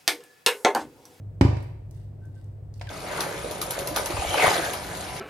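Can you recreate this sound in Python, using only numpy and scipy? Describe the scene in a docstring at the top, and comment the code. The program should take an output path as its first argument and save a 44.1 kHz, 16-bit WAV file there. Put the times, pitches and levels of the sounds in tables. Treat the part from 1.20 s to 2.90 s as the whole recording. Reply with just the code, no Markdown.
"""Straining fruit pulp in a tiled kitchen; wavering hum tones over noise rumble and room air throughout.
First a heavy blender jug thuds onto the counter and rocks to rest: struck modes plus clacks of decaying noise.
Then a wooden spatula drags pulp over a mesh sieve: random grains under stroke envelopes, with sticky noise clicks
and faint gliding tones as the rim squeaks on the jug. Near the end the spatula knocks the sieve: noise plus modes."""
import sys
import numpy as np
from scipy import signal
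from scipy.fft import rfft, irfft
from scipy.io import wavfile

SR = 44100
rng = np.random.default_rng(int(sys.argv[2]) if len(sys.argv) > 2 else 0)


def pcm_store(signal):
    """Save signal as 16-bit PCM."""
    levels = np.round(np.clip(np.atleast_2d(signal), -1, 1) * 32767)
    wavfile.write(sys.argv[1], SR, levels.astype(np.int16).T)


N = 74970


def amp(db):
    """Decibels to gain."""
    return 10 ** (np.asarray(db) / 20)


def unit(x):
    """Scales to rms 1."""
    return x / np.sqrt(np.mean(x ** 2) + 1e-20)


def read(points, hz, axis=1):
    """Interpolates a table column along log frequency."""
    points = np.array(points)
    return np.interp(np.log(hz + 1), np.log(points[:, 0]), points[:, axis])


def pan(db):
    """Left and right gains for a left-right level difference."""
    return amp([[db / 2], [-db / 2]])


def add(mix, start_s, sound):
    """Mixes a sound in at a time, cut at the end of the mix."""
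    part = mix[:, round(start_s * SR):][:, :sound.shape[-1]]
    part += sound[..., :part.shape[1]]


def colour(x, points):
    """Shapes a signal's spectrum by a table, at rms 1."""
    size = x.shape[-1]
    gain = amp(read(points, np.fft.rfftfreq(size, 1 / SR)))
    return unit(irfft(rfft(x) * gain, size))


def drift(rate_hz):
    """Random motion: noise under a Gaussian low-pass, rms 1."""
    hz = np.fft.rfftfreq(N, 1 / SR)
    lowpass = np.exp(-(hz / rate_hz) ** 2)
    return unit(irfft(rfft(rng.standard_normal(N)) * lowpass, N))


def burst(points, t60_s, rise_s, likeness, size=8192):
    """A contact as coloured, quickly dying noise; likeness is the left-right correlation."""
    t = np.arange(size) / SR
    a, b = irfft(np.exp(2j * np.pi * rng.random((2, size // 2 + 1))))  # flat spectrum, random phase
    same = np.clip(likeness, -1, 1)
    pair = np.array([a, same * a + np.sqrt(1 - same ** 2) * b])
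    envelope = np.minimum(t / rise_s, 1) * amp(-60 * t / t60_s)
    return colour(pair, points) * envelope


def ring(modes, contact_ms):
    """Struck modes as decaying sines; a longer contact excites the high ones less."""
    t = np.arange(SR // 2) / SR
    out = np.zeros(len(t))
    for hz, db, t60_s in modes:
        softness = 1 + (2 * hz * contact_ms / 1000) ** 2
        out += amp(db - 60 * t / t60_s) * np.sin(2 * np.pi * hz * t) / softness
    return out


def kitchen(x):
    """Dense reflections off the tiles: noise whose bands each decay at their own speed."""
    # reverberation: f/Hz, t60/s, relative level/dB
    room = [(100, 0.17, 0), (415, 0.65, 2.5), (1000, 0.59, 1), (2200, 0.7, -4), (4500, 0.6, -2),
            (8000, 0.46, -4), (15000, 0.41, -1.5)]
    delay_s = 0.0051
    hz, t, bands = signal.stft(rng.standard_normal((2, SR)), SR, nperseg=256)
    level_db = read(room, hz, axis=2)[:, None] - 60 * t / read(room, hz)[:, None]
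    tail = signal.istft(bands * amp(level_db), SR, nperseg=256)[1]
    tail = tail * np.clip(np.arange(tail.shape[1]) / SR / delay_s - 1, 0, 1)  # silent, then fades in
    tail = tail / np.linalg.norm(tail) * np.sqrt(2)
    return signal.fftconvolve(x, tail, axes=1)[:, :N]


def background():
    """Appliance hum of sines wavering in level and phase, over low rumble and room air of shaped noise."""
    # hum tones: f/Hz, level/dB rms, waver/dB rms
    hum_tones = [(100.57, -40, 2.55), (145.3, -55.5, 5)]
    # rumble spectrum, mostly common to both ears: f/Hz, relative level/dB
    rumble_spectrum = [(20, -15), (40, 0.5), (62, 5), (85, -7), (110, 2.5), (150, -6), (200, -24),
                       (340, -17.5), (500, -26), (750, -31), (1200, -49.5), (3000, -69.5)]
    # air spectrum, independent in each ear: f/Hz, relative level/dB
    air_spectrum = [(25, -22.5), (100, 12.5), (200, -2.5), (350, -1), (600, -3), (1000, -15), (1400, -19.5),
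                    (2000, -23), (3500, -31), (6500, -36), (8300, -31.5), (10000, -39), (16000, -34)]
    rumble_db, spread_db = -43.5, -13.5
    air_db, air_balance_db = -55.5, 3
    t = np.arange(N) / SR
    hum = np.zeros(N)
    for hz, db, waver_db in hum_tones:
        waver = amp(waver_db * drift(rate_hz=90))
        phase_rad = 2 * np.pi * hz * t + 0.43 * drift(rate_hz=3.8)
        hum += amp(db) * unit(waver * np.sin(phase_rad))
    common = rng.standard_normal(N)
    spread = amp(spread_db) * rng.standard_normal((2, N))
    rumble = amp(rumble_db) * colour(common + spread, rumble_spectrum)
    air = amp(air_db) * pan(air_balance_db) * colour(rng.standard_normal((2, N)), air_spectrum)
    return hum + rumble + air


def rim_squeaks():
    """Friction makes the wet rim sing briefly: sines with glide, pitch jitter and level flutter."""
    # squeaks: start/s, length/s, level/dB, f/Hz, glide/share of f
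    squeaks = [(0.764, 0.067, -82, 1550, 0.03), (1.013, 0.079, -65.5, 1525, 0.015),
               (1.105, .04, -84, 1546, 0), (1.151, 0.061, -69, 1554, -0.028),
               (1.596, 0.0097, -63.5, 2530, 0), (1.67, 0.015, -48, 1840, -0.22),
               (1.681, .03, -44, 1530, 0.056), (1.6905, 0.0087, -44.5, 3910, -0.26)]
    jitter, flutter_db, wet_db = 0.013, 3, -8  # jitter as rms share of f
    out = np.zeros((2, N))
    for start_s, length_s, db, hz, glide in squeaks:
        u = np.arange(0, length_s, 1 / SR) / length_s
        pitch_hz = hz * (1 + glide * u + jitter * drift(rate_hz=320)[:len(u)])
        turns = np.cumsum(pitch_hz) / SR
        flutter = amp(db + flutter_db * drift(rate_hz=240)[:len(u)])
        level = flutter * np.sin(np.pi * u ** 0.77)
        add(out, start_s, np.sqrt(2) * level * np.sin(2 * np.pi * turns))
    return out, out * amp(wet_db)


def scraping():
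    """Tiny random slips over the wires, swelling and fading with each stroke."""
    # spatula strokes: start/s, length/s, level/dB
    strokes = [(0.35, .11, -64), (.715, 0.17, -69.5), (1.0, .1, -77), (1.112, 0.17, -71.5),
               (1.36, .08, -92), (1.53, .2, -70)]
    # wire mesh spectrum: f/Hz, relative level/dB
    mesh = [(1000, -31), (2000, 5.5), (2400, -18), (2800, 1.5), (3200, -4.5), (3700, 2), (4100, -5.5),
            (4600, -0.5), (5500, -6), (7000, -11), (8300, 1), (9500, -8.5), (12000, -9.5), (15500, -18)]
    grains_per_s, spread_db, wet_db = 1300, 3.5, -4
    sizes = amp(spread_db * np.minimum(rng.exponential(1, N), 5))
    grains = sizes * (rng.random(N) < grains_per_s / SR)
    pressure = np.zeros((2, N))
    for start_s, length_s, db in strokes:
        u = np.arange(0, length_s, 1 / SR) / length_s
        add(pressure, start_s, amp(db) * np.sin(np.pi * u ** 0.66))
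    out = pressure * colour(grains * rng.standard_normal((2, N)), mesh)
    return out, out * amp(wet_db)


def pulp_clicks():
    """Small wet films snap: noise bursts, each in a broad band that falls steeply below its centre."""
    # clicks of pulp and juice: t/s, level/dB, centre f/Hz, width/octaves, left-right difference/dB
    clicks = [(0.429, -52.5, 9900, 1, -3.5), (0.7092, -50, 6940, 1, -0.5), (0.7466, -60, 5500, 0.97, 4),
              (0.766, -63, 8000, 0.74, -6), (1.0537, -59, 7900, 0.76, -1), (1.151, -63.5, 6900, 0.43, -2),
              (1.2416, -59.5, 7500, 0.81, 0), (1.539, -50.5, 5370, 0.62, -3), (1.5775, -59, 9000, 0.91, -4),
              (1.5952, -53, 3650, 0.98, 4), (1.6222, -51, 5100, 1, -5), (1.6694, -40.5, 2460, 0.57, 2),
              (1.6903, -37.5, 3700, 0.73, -1)]
    wet_db = -2
    out = np.zeros((2, N))
    hz = np.geomspace(100, SR / 2, num=40)
    for start_s, db, centre_hz, octaves, side_db in clicks:
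        away = np.log2(hz / centre_hz) / octaves
        band_db = -20 * np.log10(1 + away ** 2 + .5 * np.minimum(away, 0) ** 6)
        snap = burst(np.c_[hz, band_db], t60_s=0.027, rise_s=0.0015, likeness=0.13)
        add(out, start_s, amp(db) * pan(side_db) * snap)
    return out, out * amp(wet_db)


def spatula_knock():
    """Wood clacks on the steel rim as a noise burst and briefly rings the bowl's modes."""
    # knock: t/s, noise level/dB
    knock = (1.612, -31)
    # wood on steel rim, spectrum: f/Hz, relative level/dB
    wood_on_steel = [(300, -27), (730, 10), (950, 3), (1200, -11), (1600, -1), (2500, -3), (3600, -10.5),
                     (4800, -5.5), (6500, -17), (8300, -16.5), (15000, -43)]
    # sieve bowl modes, damped by pulp: f/Hz, level before contact softening/dB, t60/s
    bowl_modes = [(725, -37, 0.041), (960, -48.5, .09), (1543, -50, 0.054), (2622, -49, .025)]
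    wet_db = -5.5
    start_s, db = knock
    out = np.zeros((2, N))
    add(out, start_s, amp(db) * burst(wood_on_steel, t60_s=0.046, rise_s=0.0015, likeness=0.13))
    add(out, start_s, ring(bowl_modes, contact_ms=0.11))
    return out, out * amp(wet_db)


def jug():
    """Each landing pushes counter and jug in opposite directions, with a clack of hard plastic."""
    # landing and rocking: t/s, thump gain/dB, contact time/ms, clack gain/dB
    blows = [(.2106, -9.5, 0.092, -0.5), (0.2216, -5.5, 3.7, -23.5), (0.2498, -14.8, 0.47, -17.5),
             (0.2882, -18.4, 3.6, -36), (0.3286, -21.5, 3.1, -39), (0.3682, -26.5, 2.7, -23.5)]
    # counter modes: f/Hz, relative level/dB, t60/s
    counter_modes = [(76.05, -9.5, 0.28), (101.74, -6.5, 0.29), (123.97, -4.5, .7)]
    # jug modes: f/Hz, relative level/dB, t60/s
    jug_modes = [(274.5, -6.5, 0.16), (283.8, -18, 0.283), (322, -1.5, 0.063), (359, -8.5, 0.066),
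                 (405.5, -29.5, 0.37), (555, -23, 0.21), (827, -8.5, 0.048), (1000, -24.5, 0.27),
                 (1615, -39, .16), (1900, -24.5, 0.068), (3000, -34.5, 0.28)]
    # hard plastic contact spectrum: f/Hz, relative level/dB
    plastic = [(100, -15), (400, -1), (850, 2.5), (1400, -11), (2050, -6), (3000, -14), (5000, -16),
               (6600, -24), (8000, -22), (9500, -30.5), (15500, -42)]
    all_clacks_db, balance_db = -15, -6
    boom_wet_db, ring_wet_db, clack_wet_db = -17.5, -16.5, -3.5
    booms, rings, clacks = np.zeros((3, 2, N))
    for start_s, thump_db, contact_ms, clack_db in blows:
        add(booms, start_s, amp(thump_db) * ring(counter_modes, contact_ms))
        add(rings, start_s, -amp(thump_db) * ring(jug_modes, contact_ms))
        clack = burst(plastic, t60_s=.04, rise_s=0.0009, likeness=0)
        add(clacks, start_s, amp(all_clacks_db + clack_db) * clack)
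    direct = booms + rings + clacks * pan(balance_db)
    sent = booms * amp(boom_wet_db) + rings * amp(ring_wet_db) + clacks * amp(clack_wet_db)
    return direct, sent


def scene():
    """Sources direct and through the kitchen, over the background."""
    sources = [jug(), pulp_clicks(), spatula_knock(), scraping(), rim_squeaks()]
    direct, sent = np.sum(sources, axis=0)
    return direct + kitchen(sent) + background()


def record(dry):
    """Bass roll-off, tanh rounding of the highest peaks, then a treble band limit."""
    # overload: start, ceiling (share of full scale)
    overload = (.4, .78)
    low_cut_hz, cutoff_hz = 51.7, 16100
    thinned = signal.sosfilt(signal.butter(2, low_cut_hz, "highpass", fs=SR, output="sos"), dry)
    knee, top = overload
    clean = np.clip(thinned, -knee, knee)
    rounded = clean + (top - knee) * np.tanh((thinned - clean) / (top - knee))
    band_limit = signal.firwin(511, cutoff_hz, window=("kaiser", 9), fs=SR)
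    return signal.oaconvolve(rounded, band_limit[None], "same")


dry = scene()
out = record(dry)
pcm_store(out)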